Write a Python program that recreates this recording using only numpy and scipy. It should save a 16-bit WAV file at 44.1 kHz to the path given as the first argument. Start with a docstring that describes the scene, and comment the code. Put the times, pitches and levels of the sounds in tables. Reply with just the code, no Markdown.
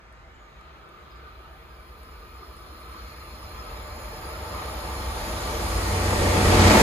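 """A few small birds and faint ticks are heard first, over the distant wash and hum of an open-air platform.
The rails sing in narrow bands and thin tones long before a fast train arrives.
Then wheel roar, air rush, deep rumble and the drone of the sleepers swell until the nose is almost level.
Shaped noise makes the wash, rails, roar, rush, rumble and ticks; sines make the hum, birds, thin tones and
sleepers. The noise layers, except rumble and ticks, carry the notches of a wall's echo."""
import sys
import numpy as np
from scipy import signal
from scipy.fft import rfft, irfft
from scipy.io import wavfile
from scipy.ndimage import uniform_filter1d

SR = 44100
rng = np.random.default_rng(int(sys.argv[2]) if len(sys.argv) > 2 else 0)


def bounce(signal):
    """Save signal as a 16-bit WAV file at the path given by the first command-line argument."""
    frames = np.transpose(np.atleast_2d(signal))
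    limited = np.clip(frames, -1, 1)
    pcm = np.round(limited * 32767).astype(np.int16)
    wavfile.write(sys.argv[1], SR, pcm)


N = 300754

SPEED_M_PER_S = 52
ARRIVAL_S = 7.242  # when the nose would reach the microphone, just after the end
IN_VIEW_S = 3.23  # the wall and the platform edge screen the far-off wheels until about here
SLEEPERS_HZ = 91.7
RAILS_REF_DB = -52  # rail level at which the levels of the rail bands hold
TOP_HZ = 15700  # upper band limit

# Frames of the noise layers, in samples, and the axes of time and frequency
FRAME, HOP = 4096, 512
TIME = np.arange(N) / SR
FRAME_S = np.arange(N // HOP + 4)[:, None] * HOP / SR
HZ = np.fft.rfftfreq(FRAME, 1 / SR)

# In every table of swells, length_s is the time from the peak to 1/e of its height.

# Colour of the open air: [pitch_hz, level_db per Hz]
BACKGROUND_COLOUR = [(20, -100), (100, -78.5), (150, -84.5), (250, -89), (380, -91.5), (650, -84),
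                     (1000, -86.5), (1500, -86.5), (2000, -89), (2500, -95.5), (3000, -96.5), (4400, -102),
                     (5500, -107), (7000, -109), (8000, -114), (9500, -117), (11000, -121), (16000, -128)]
# Hollow far-off drone: [start_s, level_db per Hz at its centre, centre_hz]
FAR_DRONE = [(0, -86.5, 350), (1.2, -80.5, 350), (1.8, -83, 397), (2.2, -79.5, 446), (2.55, -77, 355),
             (2.9, -78, 350), (3.15, -92, 350), (4, -100, 350)]
# Faint far-off hum: [pitch_hz, level_db rms]
HUM_TONES = [(120, -84), (146, -68.5)]
# Bird notes: [start_s, length_s, start_hz, end_hz, level_db peak of the direct note]
BIRD_NOTES = [(0.335, .04, 7180, 7080, -69), (0.367, 0.12, 6900, 6600, -72), (.47, .17, 6680, 6560, -77),
              (0.978, 0.097, 7400, 7150, -77), (1.105, 0.023, 5060, 4820, -60),
              (1.148, .022, 4980, 4820, -63.5), (1.151, 0.038, 7280, 7100, -72),
              (1.616, .022, 4900, 4850, -70), (1.693, 0.024, 4800, 4960, -65),
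              (1.737, .022, 4900, 5120, -65)]
# Faint dry ticks: [start_s, level_db peak, centre_hz, width_hz]
TICK_SNAPS = [(.125, -56, 9500, 4000), (0.61, -50, 4870, 7000), (.8894, -57, 9300, 3400),
              (2.031, -51, 9500, 2800), (2.5661, -49, 9250, 2800)]

# How strongly the rails vibrate at the platform: [time_s, level_db]
RAIL_LEVEL = [(0, -100), (.4, -89), (.7, -85.5), (1.1, -80), (2.1, -68.5), (4.1, -57.5), (5.8, -48),
              (6.82, -44.5)]
# Bands that travel far along the rails:
# [centre_hz, width_hz, level_db per Hz above the rail level at its reference, share of fading with distance]
RAIL_BANDS_FAR = [(450, 55, -28, 0.35), (1020, 67, -21, 0.63), (1157, 63, -15.5, 0.93),
                  (1198, 87, -19, 0.35), (1270, 42, -15.5, 0.33), (1338, 54, -24.5, 0.19),
                  (1485, 62, -30.5, 0.19), (2350, 350, -32.5, 0.33), (3530, 2230, -28.5, 0.87),
                  (4190, 160, -24.5, 1), (4650, 290, -28, 1.45), (5140, 390, -28.5, 1.34),
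                  (5740, 1100, -32, 1.8), (7120, 200, -28, 1.25), (6700, 470, -30, 1.6),
                  (7950, 2000, -40, 3.2), (8640, 280, -31.5, 1.9), (9570, 46, -23, 0.96),
                  (9650, 310, -34, 2), (10140, 280, -32.5, 1.6), (10650, 285, -27, 0.95),
                  (11200, 890, -35.5, 1.7), (12050, 730, -30.5, 1.07), (13100, 400, -32, 0.92),
                  (14260, 1050, -31.5, 0.66)]
# Surges of hiss along the rails: [peak_s, length_s, centre_hz, width_hz, level_db per Hz]
RAIL_HISS_SURGES = [(.68, 0.24, 3270, 1700, -95.5), (1.22, 0.42, 3280, 1800, -94),
                    (2.66, 0.037, 3650, 450, -92), (3.05, 0.14, 4220, 3200, -94),
                    (3.12, 0.29, 1910, 910, -83.5), (3.9, .6, 1900, 804, -82), (5.4, .6, 3500, 910, -78.5)]
# Thin tones the rails sing for a while: [peak_s, length_s, pitch_hz, level_db rms at the loudest]
RAIL_TONES = [(1.9, 1.9, 1207, -60), (4.47, .25, 1388, -50.5), (1.21, .06, 4500, -68), (1.9, .2, 4510, -68),
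              (2.55, .15, 4500, -68), (3.04, .22, 4505, -60), (5.42, .1, 4510, -57.5),
              (3.3, 1.1, 4190, -64), (2.45, .45, 5225, -68), (4, 1, 5255, -59), (4.5, 1, 7100, -65.5)]
# Rough and smooth rail under the wheels: [peak_s, length_s, lift_db at low pitch in the rails]
RAIL_ROUGHNESS = [(.05, .12, -10), (.82, 0.24, 7), (1.25, 0.2, 7), (1.52, 0.033, -7), (2.96, 0.083, 5.5),
                  (3.45, 0.063, -1.5), (3.65, 0.17, 6), (4.3, 0.057, 4.5), (4.595, 0.069, 11)]

# Level of the sleepers' drone, which drops at the very end: [time_s, level_db rms]
SLEEPER_LEVEL = [(0, -80), (3.3, -58), (4.5, -46), (5.5, -42), (5.95, -29), (6.45, -23.5), (6.57, -18),
                 (6.71, -20), (6.82, -43)]
# Colour of the rumble: [pitch_hz, relative level_db]
RUMBLE_COLOUR = [(10, -45), (25, -29), (35, -12), (45, -3.5), (58, 2), (70, 0), (82, -13.5), (105, -45),
                 (200, -36), (500, -84)]
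# Strongest swells and lulls of the rumble: [peak_s, length_s, lift_db]
RUMBLE_SURGES = [(.92, 0.13, -9), (1.22, 0.31, 2), (2.15, 0.059, 4), (3.03, 0.025, 5), (3.72, 0.24, 2),
                 (4.81, 0.022, 3), (5.12, 0.17, 4), (5.75, 0.1, 4.5)]

# Colour of the wheel roar: [pitch_hz, relative level_db]
WHEEL_COLOUR = [(100, -6.5), (250, -19), (450, -8.5), (600, 1), (700, -5.5), (870, 1), (1080, -4.5),
                (1250, -2.5), (1480, -6.5), (2300, -4.5), (2800, -10.5), (4500, -9), (7000, -16),
                (16000, -80)]
# Peaks and a dip in the colour of the train's roar: [centre_hz, width_hz, lift_db close by]
ROAR_PEAKS = [(156, 14, 3), (212, 23, 4), (332, 39, 3.5), (455, 53, 3.5), (604, 12, 0.5), (738, 44, 4),
              (883, 47, 2), (1010, 34, -1), (1876, 130, 5)]
# Colour of the air rush: [pitch_hz, relative level_db]
RUSH_COLOUR = [(20, -36), (70, -33), (115, 4), (160, -1.5), (230, -1), (400, 0.5), (560, -2), (800, -8),
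               (1500, -10.5), (2800, -14.5), (4200, -19), (5500, -15.5), (7000, -14.5), (8700, -13),
               (9500, -21), (12000, -17), (15500, -23)]
# The roar blooms as the nose runs in beside the platform:
# [peak_s, length_s, centre_hz, width_hz, lift_db]
NOSE_BLOOMS = [(6.322, 0.24, 354, 400, 2.5), (6.628, 0.16, 3000, 7140, 2.5), (6.795, 0.079, 734, 476, 3.5)]

# Left-right likeness and lead by pitch, used for the far layers; treble near 11 kHz is almost mono:
# [pitch_hz, left-right likeness -1 to 1, lead of the left in radians]
FAR_STEREO = [(140, 0.91, 1), (446, 0.78, 0.5), (820, 0.27, 0.8), (1190, 0.67, -1.18), (1510, 0.19, -2.5),
              (1850, 0.31, 2.5), (2340, 0.71, 1.06), (2920, 0.41, 2), (4140, .35, 1.27), (4500, 0.4, 4),
              (5500, 0.54, 3.5), (6400, .1, 0.5), (6500, 0.49, 0.5), (7100, 0.36, 0.6), (7800, 0.22, 2),
              (9670, 0.36, 4.5), (10370, 1, -0.5), (11330, .97, -0.5), (12800, 0.58, -3)]
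# Left-right likeness and lead by pitch, used for the train layer; treble near 11 kHz is almost mono:
# [pitch_hz, left-right likeness -1 to 1, lead of the left in radians]
NEAR_STEREO = [(140, 0.97, -0.044), (320, .93, -0.025), (646, 0.59, -0.27), (840, 0.33, 0.27),
               (1180, 0.38, 0.28), (1660, -0.083, -0.37), (1900, -0.51, 0.35), (2210, -0.0013, 0.97),
               (3270, 0.31, 0.64), (4000, 0.25, 0.92), (5360, -0.48, -0.8), (6500, 0.27, 0.048),
               (6900, 0.84, 0), (7650, -.15, 0), (9500, 0.26, 0.0068), (10500, .97, 0), (11700, .97, 0),
               (13000, -0.31, 0.5)]
# How far the wall's echo lags behind the direct sound: [time_s, lag_s]
WALL_LAG = [(0, .00704), (3.75, .00719), (5.2, .00729), (6.8, .00736)]
# Strength of that echo at a distance: [pitch_hz, share of the direct sound]
WALL_STRENGTH = [(150, 0), (350, 0.18), (700, 0.38), (1050, 0.31), (1700, 0.28), (5000, 0.13)]


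def amp(db):
    """Decibels to gain."""
    return 10 ** (np.asarray(db) / 20)


def curve(rows, s):
    """Reads a table of (s, value) at the times s."""
    return np.interp(s, *np.transpose(rows))


def spectrum(rows, hz=HZ):
    """Reads a table of (Hz, value) on a log-frequency axis."""
    f, value = np.transpose(rows)
    return np.interp(np.log(hz + 1), np.log(f + 1), value)


def bell(hz, width):
    """A hump over frequency, of height 1 and the given full width at half height."""
    return .5 ** ((2 * (HZ - hz) / width) ** 2)


def hump(s, at_s, length_s):
    """A smooth swell of height 1 around the time at_s."""
    return np.exp(-((s - at_s) / length_s) ** 2)


def step(s, at_s, length_s):
    """A smooth rise from 0 to 1 around the time at_s."""
    return .5 + .5 * np.tanh((s - at_s) / length_s)


def swells(rows, s):
    """Lift in dB at the times s from a table of smooth humps."""
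    return sum(db * hump(s, at, length) for at, length, db in rows)


def evened(x):
    """Scales to rms 1."""
    return x / np.sqrt(np.mean(x ** 2) + 1e-20)


def drift(shape, size):
    """Smooth random field of rms 1, with patches of the given size along the leading axes."""
    x = rng.standard_normal(shape)
    for axis, length in enumerate(size):
        x = uniform_filter1d(x, length, axis)
    return evened(x)


def wavering_sine(hz):
    """A sine whose pitch follows hz sample by sample."""
    return np.sin(2 * np.pi * np.cumsum(hz) / SR)


def distance(s):
    """Metres the nose still has to travel at the times s."""
    return SPEED_M_PER_S * np.maximum(ARRIVAL_S - s, 0)


def approach(s, db_per_halving, size_m):
    """Level in dB against that at 100 m: grows per halving of range until the source's size limits it."""
    range_m = np.hypot(distance(s), size_m)
    return -db_per_halving * np.log2(range_m / np.hypot(100, size_m))


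def wall_echo(fading_m=45):
    """Echo off the brick wall: evenly spaced notches sink as the train nears and fill in at close range."""
    strength = np.clip(spectrum(WALL_STRENGTH), 0, .9) * (1 - np.exp(-distance(FRAME_S) / fading_m))
    lag_s = curve(WALL_LAG, FRAME_S)
    notched = abs(1 - strength * np.exp(-2j * np.pi * HZ * lag_s))
    return notched / np.hypot(1, strength)


def noise(density, patchy_db, ports):
    """Stereo noise of a given amplitude per root Hz, notched by the wall and broken into turbulent patches."""
    white = rng.standard_normal((2, (len(FRAME_S) - 1) * HOP))
    frames = signal.stft(white, nperseg=FRAME, noverlap=FRAME - HOP)[2]
    a, b = frames.swapaxes(1, 2)
    # the left-right likeness sets the balance of shared and opposed noise
    likeness = np.clip(spectrum([(hz, same) for hz, same, lead in ports]), -1, 1)
    mid = a * np.sqrt((1 + likeness) / 2)
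    side = b * np.sqrt((1 - likeness) / 2)
    turn = np.exp(.5j * spectrum([(hz, lead) for hz, same, lead in ports]))
    stereo = np.array([(mid + side) * turn, (mid - side) / turn])
    patches = amp(patchy_db * drift(a.shape, size=(6, 20)))
    shaped = stereo * density * wall_echo() * patches
    sound = signal.istft(shaped.swapaxes(1, 2), nperseg=FRAME, noverlap=FRAME - HOP)[1]
    return np.sqrt(SR / 2) * sound[:, :N]


def add(mix, s, sound):
    """Adds a sound to the mix at time s."""
    part = mix[round(s * SR):][:len(sound)]
    part += sound[:len(part)]


def background(drone_width_hz=90, drone_waver=0.057):
    """Far-off wash of the open air; its hollow, wandering drone dies away before the train is in view."""
    s, db, hz = np.transpose(FAR_DRONE)
    wander = 1 + drone_waver * drift(FRAME_S.shape, size=(12,))
    centre_hz = np.interp(FRAME_S, s, hz) * wander
    drone = np.sqrt(bell(centre_hz, drone_width_hz)) * amp(np.interp(FRAME_S, s, db))
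    wash = amp(spectrum(BACKGROUND_COLOUR))
    return noise(np.hypot(wash, drone), patchy_db=1.86, ports=FAR_STEREO)


def hum(waver=0.0133):
    """Two low tones that wander slightly in pitch."""
    out = np.zeros(N)
    for hz, db in HUM_TONES:
        wandering_hz = hz * (1 + waver * drift(N, size=(4000,)))
        out += amp(db) * evened(wavering_sine(wandering_hz))
    return out


def ticks(decay_s=0.0055):
    """Tiny bright snaps: bursts of band-passed noise that die within milliseconds."""
    out, t = np.zeros(N), np.arange(SR // 20) / SR
    for s, db, hz, width_hz in TICK_SNAPS:
        edges_hz = np.clip([hz - width_hz / 2, hz + width_hz / 2], 100, TOP_HZ)
        band = signal.butter(2, edges_hz, "band", fs=SR, output="sos")
        snap = signal.sosfilt(band, rng.standard_normal(len(t)) * np.exp(-t / decay_s))
        add(out, s, amp(db) * snap / abs(snap).max())
    return out


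def birds(quaver=0.02, echo=0.67, echo_s=0.032):
    """Thin gliding whistles and chips, smeared by the trees they come from with a short noise tail."""
    out, t = np.zeros(N), np.arange(SR // 4) / SR
    for s, length, start_hz, end_hz, db in BIRD_NOTES:
        count = int(length * SR)
        hz = np.linspace(start_hz, end_hz, count) * (1 + quaver * drift(count, size=(30,)))
        add(out, s, amp(db) * signal.windows.tukey(count) * wavering_sine(hz))
    tail = rng.standard_normal((2, len(t))) * np.exp(-t / echo_s)
    smeared = signal.fftconvolve(out[None], tail / np.linalg.norm(tail[0]), axes=1)[:, :N]
    return out + echo * smeared


def rails(patchy_db=1.7, ripple_db=1.5, pulse_db=0.1, rough_hz=1800):
    """Wheel vibration runs ahead in narrow bands, the more damped ones emerging later; hiss surges."""
    level_db = curve(RAIL_LEVEL, FRAME_S) - RAILS_REF_DB
    power = 0
    for hz, width, db, fading in RAIL_BANDS_FAR:
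        power = power + bell(hz, width) * amp(RAILS_REF_DB + db + fading * level_db) ** 2
    hiss = 0
    for at, length, hz, width, db in RAIL_HISS_SURGES:
        hiss = hiss + bell(hz, width) * (amp(db) * hump(FRAME_S, at, length)) ** 2
    # a fixed random ripple over pitch gives the bands an uneven, finely lined colour
    fine_db = ripple_db * drift(len(HZ), size=(3,))
    # uneven rail makes mainly the low bands pulse and swell
    uneven_db = swells(RAIL_ROUGHNESS, FRAME_S) + pulse_db * drift(FRAME_S.shape, size=(5,))
    rough_db = uneven_db / (1 + (HZ / rough_hz) ** 2)
    density = np.sqrt(power * amp(fine_db + rough_db) ** 2 + hiss)
    return noise(density, patchy_db, FAR_STEREO)


def rail_song(waver=0.00304, flutter_db=4.5):
    """Lightly damped rail modes ring up and die away as thin, wavering tones."""
    out = np.zeros((2, N))
    for at, length, hz, db in RAIL_TONES:
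        phase = 2 * np.pi * np.cumsum(hz * (1 + waver * drift(N, size=(500,)))) / SR
        lead = spectrum([(port_hz, lead) for port_hz, likeness, lead in FAR_STEREO], hz)
        flutter = amp(flutter_db * drift(N, size=(1200,)))
        tone = evened(flutter * np.sin([phase + lead, phase]))
        out += amp(db) * hump(TIME, at, length) * tone
    return out


def sleepers(waver=0.013, throb_db=2.3):
    """Axles beat over evenly spaced sleepers: a low sine, its pitch wavering and its level throbbing."""
    pitch = np.interp(TIME, FRAME_S[:, 0], drift(len(FRAME_S), size=(7,)))
    throb = np.interp(TIME, FRAME_S[:, 0], drift(len(FRAME_S), size=(4,)))
    tone = wavering_sine(SLEEPERS_HZ * (1 + waver * pitch))
    return evened(tone * amp(throb_db * throb)) * amp(curve(SLEEPER_LEVEL, TIME))


def rumble(level_db=-35, steadiness=0.72):
    """Deep shudder of the track bed, the same in both ears; it grows with nearness and comes in swells."""
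    colour = amp(spectrum(RUMBLE_COLOUR, np.fft.rfftfreq(N, 1 / SR)))
    x = evened(irfft(rfft(rng.standard_normal(N)) * colour, N))
    # partly level out the noise's own swells
    swell = np.sqrt(uniform_filter1d(abs(signal.hilbert(x)) ** 2, size=6000))
    near_db = approach(TIME, db_per_halving=9.5, size_m=36)
    return evened(x / swell ** steadiness) * amp(level_db + near_db + swells(RUMBLE_SURGES, TIME))


def wheel_level(level_db=-61.0, screened_db=-83.5, rough_share=0.15):
    """Wheel roar in dB: faint while screened, then growing with nearness; rough rail lifts it."""
    open_db = level_db + approach(FRAME_S, db_per_halving=5.5, size_m=6.3)
    in_view = step(FRAME_S, at_s=IN_VIEW_S, length_s=0.77)
    rough_db = rough_share * swells(RAIL_ROUGHNESS, FRAME_S)
    return screened_db + (open_db - screened_db) * in_view + rough_db


def rush_level(level_db=-66.0, ground_db_per_m=0.01):
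    """Air rush in dB: it grows steeply with nearness, as the ground also soaks it up along the way."""
    beyond_m = distance(FRAME_S) - 100
    return level_db + approach(FRAME_S, db_per_halving=11.0, size_m=20.0) - ground_db_per_m * beyond_m


def buffeting(depth_db=1.7, reach_m=50):
    """Gain over time: close by, eddies shed from the body make the roar flutter roughly."""
    near = np.exp(-distance(TIME) / reach_m)
    return evened(amp(depth_db * near * drift(N, size=(550,))))


def train(air_db_per_m=0.2626, air_hz=8000, peak_fade_m=400, surge_db=0.06,
          bow_db=6.5, bow_hz=210, bow_width_hz=120, bow_reach_m=45):
    """Wheel roar and the rush of air round the body; distance takes the treble away."""
    away_m = distance(FRAME_S)
    absorbed_db = air_db_per_m * away_m * HZ / air_hz  # air_db_per_m holds at air_hz
    # large eddies round the nose thicken the rush over the last metres
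    bow_lift_db = bow_db * bell(bow_hz, bow_width_hz) * np.exp(-away_m / bow_reach_m)
    surges_db = surge_db * drift(FRAME_S.shape, size=(10,))
    wheels = amp(wheel_level() + spectrum(WHEEL_COLOUR) + surges_db)
    rush = amp(rush_level() + spectrum(RUSH_COLOUR) + bow_lift_db)
    # peaks in the colour of the roar, the higher ones strengthening as it nears
    peaks_db, top_peak_hz = 0, ROAR_PEAKS[-1][0]
    for hz, width, db in ROAR_PEAKS:
        nearness = np.exp(-away_m / peak_fade_m * (hz / top_peak_hz) ** 2)
        peaks_db = peaks_db + db * bell(hz, width) * nearness
    bloom_db = 0
    for at, length, hz, width, db in NOSE_BLOOMS:
        bloom_db = bloom_db + db * hump(FRAME_S, at, length) * bell(hz, width)
    density = np.hypot(wheels, rush) * amp(peaks_db + bloom_db - absorbed_db)
    return noise(density, patchy_db=1.0, ports=NEAR_STEREO)


def scene():
    """The train and its track over the quiet of the platform."""
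    platform = background() + hum() + birds() + np.array([ticks(), ticks()])
    track = rails() + rail_song() + sleepers() + rumble()
    return platform + track + train() * buffeting()


def record(dry, low_cut_hz=27):
    """The microphone's low cut and the recorder's band limit."""
    low_cut = signal.butter(3, low_cut_hz, "high", fs=SR, output="sos")
    thinned = signal.sosfilt(low_cut, dry)
    band_limit = signal.firwin(255, TOP_HZ, window=("kaiser", 9), fs=SR)
    return signal.oaconvolve(thinned, band_limit[None], "same")


dry = scene()
out = record(dry)
bounce(out)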